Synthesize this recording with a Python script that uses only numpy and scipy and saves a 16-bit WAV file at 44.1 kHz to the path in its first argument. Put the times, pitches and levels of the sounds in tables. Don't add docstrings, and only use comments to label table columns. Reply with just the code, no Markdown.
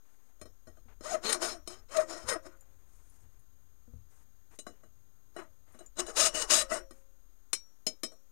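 import sys
import numpy as np
from scipy import signal
from scipy.fft import rfft, irfft
from scipy.io import wavfile
from scipy.ndimage import uniform_filter1d

SR = 44100
rng = np.random.default_rng(int(sys.argv[2]) if len(sys.argv) > 2 else 0)


def materialize(psi):
    bounded = np.clip(np.atleast_2d(psi).T, -1, 1)
    quanta = np.round(bounded * 32767).astype(np.int16)
    wavfile.write(sys.argv[1], SR, quanta)


def magnitude_from_level(level_db):
    exponent = np.asarray(level_db, float) / 20
    return 10 ** exponent


N = 366644
T = np.arange(N) / SR

# (frequency [Hz], relative level [dB], t60 before damping [s])
BLOCK_MODES = [(5370, -12.5, 0.09), (5635, -22, 0.36), (7100, -13, 0.059), (10450, -12, 0.057),
               (12300, -30, 0.1), (14680, -30, .1)]
# (frequency [Hz], relative level [dB], t60 before damping [s])
VISE_MODES = [(253, -10.5, 0.2), (357.8, -3.5, 0.068), (483, -7.5, 0.036), (538, -32.5, 0.99),
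              (624, -3.5, .12), (672.7, -6.5, 0.062), (1144, -11.5, 0.062), (1266, -4.5, 0.037),
              (1445, -3.5, 0.021), (1885, -14.5, 0.089)]


def unit(x):
    return x / np.sqrt(np.mean(x ** 2))


def colour(x, table):
    hz, db = np.transpose(table)
    f = np.arange(len(x) // 2 + 1) * SR / len(x)
    gain = magnitude_from_level(np.interp(np.log(f + 1), np.log(hz), db))
    return irfft(rfft(x) * gain, len(x))


def band(x, lo_hz, hi_hz):
    return signal.sosfilt(signal.butter(2, [lo_hz, hi_hz], "band", fs=SR, output="sos"), x)


def walk(rate):
    k = int(SR / rate)
    steps = np.repeat(rng.standard_normal(N // k + 1), k)
    return unit(uniform_filter1d(steps, k)[:N])


def bumps(table, width_s):
    return magnitude_from_level(sum(db * np.exp(-((T - s) / width_s) ** 2) for s, db in table))


def mode(x, hz, db, t60):
    r = np.exp(-np.log(1000) / (t60 * SR))
    w = 2 * np.pi * hz / SR
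    return magnitude_from_level(db) * signal.lfilter([np.sin(w)], [1, -2 * r * np.cos(w), r * r], x)


def ring(x, modes, wander_db=0., damp=0.99):
    return sum(mode(x * magnitude_from_level(wander_db * walk(25)), hz, db, t60 * damp) for hz, db, t60 in modes)


def file_ring(force, wander_db, damp):
    # (frequency [Hz], relative level [dB], t60 before damping [s])
    two_hand_modes = [(2928, -7.5, 0.25), (3990, -7, 0.14), (5270, -10, .15), (6200, -17.5, 0.07),
                      (6700, -1.5, 0.15), (7560, -19, 0.11), (8227, -2, 0.12), (8540, -2.5, 0.052),
                      (9130, -9, 0.082), (9300, -8, 0.037), (10460, -13.5, .1)]
    handle_modes = [(2318, -16.5, 0.22), (2500, -10.5, 0.028), (3112, -10, 0.11), (3826, -18, 0.33),
                    (4188, -3.5, 0.07), (5281, -5, 0.21), (5560, -10, 0.043), (6687, 0, .08),
                    (8090, -5, 0.12), (8750, -0.5, 0.05), (9460, -9.5, 0.12), (10620, -12.5, 0.17)]
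    two_handed = (T > 4.3) & (T < 6.88)
    both_ends = ring(force * two_handed, two_hand_modes, wander_db, damp)
    return both_ends + ring(force * ~two_handed, handle_modes, wander_db, damp)


def camera():
    # (frequency [Hz], relative density [dB per Hz])
    hiss_colour = [(60, -8.5), (170, -7.5), (250, -3.5), (820, -13), (1330, -10), (2340, -21), (12000, -21),
                   (16000, -21.5)]
    row_db = [-94, -72.6, -91, -74.5]
    # (frequency [Hz], rms level [dB])
    steady = [(3891.1, -92), (8000.1, -95.5), (12435., -90)]
    frame_hz, row_hz = 30.0023, 3293.2
    frame = (T * frame_hz + .37) % 1
    reading = uniform_filter1d(1. * (frame < .81), size=20)
    rows = 2 * np.pi * row_hz * frame / frame_hz
    whine = sum(magnitude_from_level(db) * np.sin(k * rows) for k, db in enumerate(row_db, start=1))
    whistles = sum(magnitude_from_level(db) * np.sin(2 * np.pi * hz * T) for hz, db in steady)
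    hiss = magnitude_from_level(-71) * unit(colour(rng.standard_normal(N), hiss_colour))
    return np.sqrt(2) * (reading * whine + whistles) + hiss


def bench():
    # (time [s], relative level under 50 Hz [dB], relative level at 50-100 Hz [dB])
    shake = [(0.0, -85, -90), (0.11, -75, -76), (0.99, -60.5, -57.5), (5.62, -78, -58), (6.09, -59, -66),
             (6.73, -56, -63), (7.08, -67.5, -68.5), (8.31, -74.5, -72)]
    # (time [s], relative level [dB], upper modes over that level [dB])
    thuds = [(0.416, -57.5, -19), (0.675, -58.5, -20), (0.857, -62.5, -4.5), (2.243, -53.5, -6),
             (3.24, -61.5, -17), (3.879, -60.5, -0.5), (3.937, -48, -13.5), (4.287, -69, -30)]
    # (frequency [Hz], relative level [dB], t60 before damping [s])
    bench_modes = [(74.8, 8, 0.36), (110.7, 2.5, 0.48), (233.5, 1.5, 0.19), (480, -7.5, 0.15)]
    s, sub_db, bass_db = np.transpose(shake)
    sub = unit(band(rng.standard_normal(N), 22, 42)) * magnitude_from_level(np.interp(T, s, sub_db))
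    bass = unit(band(rng.standard_normal(N), 48, 99)) * magnitude_from_level(np.interp(T, s, bass_db) - 13.0)
    low, upper = np.zeros((2, N))
    for s, db, upper_db in thuds:
        low[int(s * SR)] += magnitude_from_level(db)
        upper[int(s * SR)] += magnitude_from_level(db + upper_db)
    knocks = magnitude_from_level(-5.0) * ring(low, bench_modes[:2]) + magnitude_from_level(3.0) * ring(upper, bench_modes[2:])
    return knocks + sub + bass


def rubs():
    # (start [s], length [s], relative hiss level [dB], rustle over hiss [dB])
    hand_rubs = [(0.023, 0.32, -85, 3.5), (0.877, 0.073, -93, 21), (2.5, 0.95, -88, 5.5),
                 (2.881, 0.39, -79, -20), (4.095, 0.15, -76, -2.5), (4.505, 0.066, -74.5, 7.5),
                 (4.699, 0.13, -99, 17.5), (5.66, 0.23, -80, 9), (6.924, 0.11, -76.5, -1)]
    hiss, rustle = np.zeros((2, N))
    for s, length, db, rustle_db in hand_rubs:
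        i = int(s * SR)
        shape = signal.windows.tukey(int(length * SR), 0.28)
        hiss[i:i + len(shape)] += magnitude_from_level(db) * shape
        rustle[i:i + len(shape)] += magnitude_from_level(db + rustle_db) * shape
    fine = unit(band(rng.standard_normal(N), 5930, 11100)) * magnitude_from_level(2.2 * walk(40))
    dull = unit(band(rng.standard_normal(N), 170, 1700)) * magnitude_from_level(3.0 * walk(65))
    return hiss * fine + rustle * dull


def taps():
    # (time [s], relative level [dB], vise tone over that level [dB], rattle time constant [ms])
    metal_taps = [(0.3952, -67, -7, 7.7), (0.4132, -44, 0.5, 9.9), (0.455, -53.5, 2, 10),
                  (0.6708, -55.5, 4.5, 21), (0.7704, -65, 3, 17), (1.008, -53, 4.5, 5.3),
                  (1.6746, -33.5, -11.5, 7.3), (4.5885, -37, -14.5, 9.7), (4.666, -44.5, 4, 16.5),
                  (4.8335, -64, 8.5, 16), (5.3635, -47.5, 6, 9), (5.7458, -57.5, 3, 8.1),
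                  (5.789, -50, -6, 6.8), (5.8052, -54.5, 4.5, 11), (5.9685, -48.5, -5, 9),
                  (6.0645, -42, -9.5, 9), (6.3455, -35.5, -9.5, 6), (6.9082, -49.5, -1, 7.8),
                  (7.5307, -18.5, -29.5, 8.9), (7.8663, -21.5, -15.5, 9.37), (8.0331, -25, -14, 10.34),
                  (8.1175, -56, -0.5, 19.5)]
    # (time [s], relative level [dB])
    ticks = [(2.5716, -59), (2.609, -44), (3.098, -58), (3.144, -61.5), (3.3942, -57.5), (5.723, -57),
             (5.8619, -50)]
    steel, vise, crack, tick, body = np.zeros((5, N))
    t = np.arange(4096) / SR
    for s, db, tone_db, ms in metal_taps:
        chance = rng.standard_normal(len(t))
        length, i = ms / 1000, int(s * SR)
        decay = np.exp(-t / length) + 1.37 * np.exp(-t / 0.0012)
        burst = magnitude_from_level(db) * chance * np.minimum(t / 0.00089, 1) * decay
        force = burst / np.sqrt(length * SR)
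        steel[i:i + len(t)] += force
        vise[i:i + len(t)] += magnitude_from_level(tone_db) * force
        crack[i:i + len(t)] += burst
        body[i:i + len(t)] += magnitude_from_level(db + tone_db) * chance * np.exp(-t / 0.038)
    for s, db in ticks:
        i = int(s * SR)
        tick[i:i + len(t)] += magnitude_from_level(db) * rng.standard_normal(len(t)) * np.exp(-t / 0.0011)
    tick = band(tick, 7650, 12000)
    rings = magnitude_from_level(-5.5) * file_ring(steel, 2.3, 0.59) + magnitude_from_level(-7.5) * ring(steel, BLOCK_MODES, 1.07)
    rings += magnitude_from_level(2.5) * ring(vise, VISE_MODES, 2.5, 0.7)
    rumble = magnitude_from_level(4) * band(body, 190, 480)
    cracks = magnitude_from_level(-15.5) * band(crack, 999.5, 11000)
    light = magnitude_from_level(-10.0) * ring(tick, BLOCK_MODES[2:], 6.96, 0.99) + magnitude_from_level(-3.5) * tick
    return rings + rumble + cracks + light


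def filing():
    # (time [s], gain over the tooth tone [dB])
    squeals = [(1.154, 8), (1.957, 9.5), (1.992, 11), (2.03, 9.5), (2.325, 10), (2.362, 11), (6.215, 4),
               (6.265, 6), (6.52, 1), (6.62, 10.5), (6.722, 6.5)]
    # (multiple of the rate, relative level [dB])
    buzz_partials = [(1, -8.5), (2, -11.5), (3, -14.5), (4, -19)]
    # (frequency [Hz], relative density [dB per Hz])
    rasp_colour = [(820, -35.5), (1400, -7), (3500, -5.5), (5230, -0.5), (5900, -4), (6590, 2.5),
                   (15500, -29.5)]
    rate, push, pull = hand()
    lock = bumps(squeals, .014)
    phase = np.cumsum(rate * (1 + .09 * walk(250))) / SR
    kick = np.diff(np.floor(phase), prepend=0) * np.sqrt(SR / rate)
    tooth = kick * magnitude_from_level(2.2 * rng.standard_normal(N))
    specks = rng.standard_normal(N) * magnitude_from_level(0.87 * rng.standard_exponential(N))
    grit = unit(specks * (0.44 + np.exp(-(phase % 1) / 0.93)))
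    bite = (0.3 * tooth + grit) * magnitude_from_level(1.7 * walk(70))
    steel = magnitude_from_level(-28.5) * file_ring(push * bite, 5.2, 0.23)
    steel += magnitude_from_level(-29.5) * ring(push * bite, BLOCK_MODES, 5.0)
    chips = magnitude_from_level(-5.5) * push * unit(colour(bite, rasp_colour))
    vise = magnitude_from_level(-28.0) * ring(pull * (lock * tooth + 0.38 * grit), VISE_MODES, 4.8, 0.92)
    turn = 2 * np.pi * np.cumsum(rate * (1 + 0.023 * walk(60))) / SR
    partials = sum(magnitude_from_level(db + 3 * walk(50)) * np.sin(k * turn) for k, db in buzz_partials)
    buzz = pull * lock * partials
    low_grit = magnitude_from_level(-7.5) * pull * unit(band(0.33 * tooth + grit, 250, 1600))
    return steel + chips + vise + buzz + low_grit


def hand():
    # (full contact [s], held [s], relative rasp level at first [dB], at last [dB],
    # vise tone over rasp [dB])
    strokes = [(1.05, .1, -47.5, -44, 1.5), (1.249, 0.097, -39, -38, -0.5), (1.423, .11, -34, -47, -1.5),
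               (1.703, .047, -52.5, -58.5, -0.5), (1.924, 0.084, -51, -44, 2.5), (2.1, 0.12, -46.5, -56, 2),
               (2.291, 0.049, -37, -44, 1), (2.468, 0.011, -57.5, -69.5, 8),
               (5.385, 0.0095, -63.5, -58, 15), (5.997, 0.0099, -33.5, -40.5, -1.5),
               (6.082, 0.015, -49, -49.5, 3.5), (6.173, .1, -26, -28.5, -10),
               (6.351, 0.087, -37, -40, -4.5), (6.507, 0.11, -21.5, -31, -13.5),
               (6.717, 0.051, -40, -42, 2)]
    # (time [s], teeth passing [1/s])
    speed = [(1.02, 457), (1.11, 770), (1.15, 690), (1.205, 330), (1.3, 456), (1.4, 300), (1.49, 450),
             (1.6, 284), (1.89, 457), (1.955, 665), (2.0, 622), (2.035, 324), (2.22, 330), (2.295, 542),
             (2.33, 500), (2.365, 330), (5.36, 430), (5.44, 297), (5.97, 277), (6.0, 398), (6.05, 317),
             (6.1, 450), (6.15, 360), (6.22, 660), (6.29, 617), (6.33, 493), (6.36, 690), (6.43, 476),
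             (6.48, 320), (6.52, 600), (6.62, 596), (6.725, 670), (6.765, 694), (6.805, 330)]
    # (time [s], gain over the rasp [dB])
    snags = [(1.297, 5), (1.329, 12.5), (1.972, 13), (2.294, 3), (6.005, 8), (6.423, 10.5)]
    leave_s, vise_leave_s = .05, .089
    push = sum(contact(s, held, a_db, b_db, leave_s) for s, held, a_db, b_db, _ in strokes)
    pull = sum(contact(s, held, a_db + db, b_db + db, vise_leave_s) for s, held, a_db, b_db, db in strokes)
    return np.interp(T, *np.transpose(speed)), push * bumps(snags, .005), pull


def contact(s, held, first_db, last_db, leave_s):
    touch_db, land_s = -74.5, 0.041
    end = s + held
    times = [s - land_s - .002, s - land_s, s, end, end + leave_s, end + 2 * leave_s]
    return magnitude_from_level(np.interp(T, times, [-140, touch_db, first_db, last_db, touch_db, -140]))


def scene():
    work = band(filing() + taps() + rubs(), 220, 13000)
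    t = np.arange(SR // 2) / SR
    decay = np.exp(-np.log(1000) * t / 0.13) * (t > .005)
    tail = band(rng.standard_normal(len(t)), 270, 7000) * decay
    room = signal.fftconvolve(work, tail / np.sqrt(np.sum(tail ** 2)))[:N]
    return np.array([work + magnitude_from_level(-20) * room + bench(), np.zeros(N)])


def record(dry):
    left = magnitude_from_level(6) * dry[0] + camera() - .00256
    top = signal.ellip(10, .3, 70, 15800, fs=SR, output="sos")
    return np.array([signal.sosfilt(top, left), dry[1]])


dry = scene()
out = record(dry)
materialize(out)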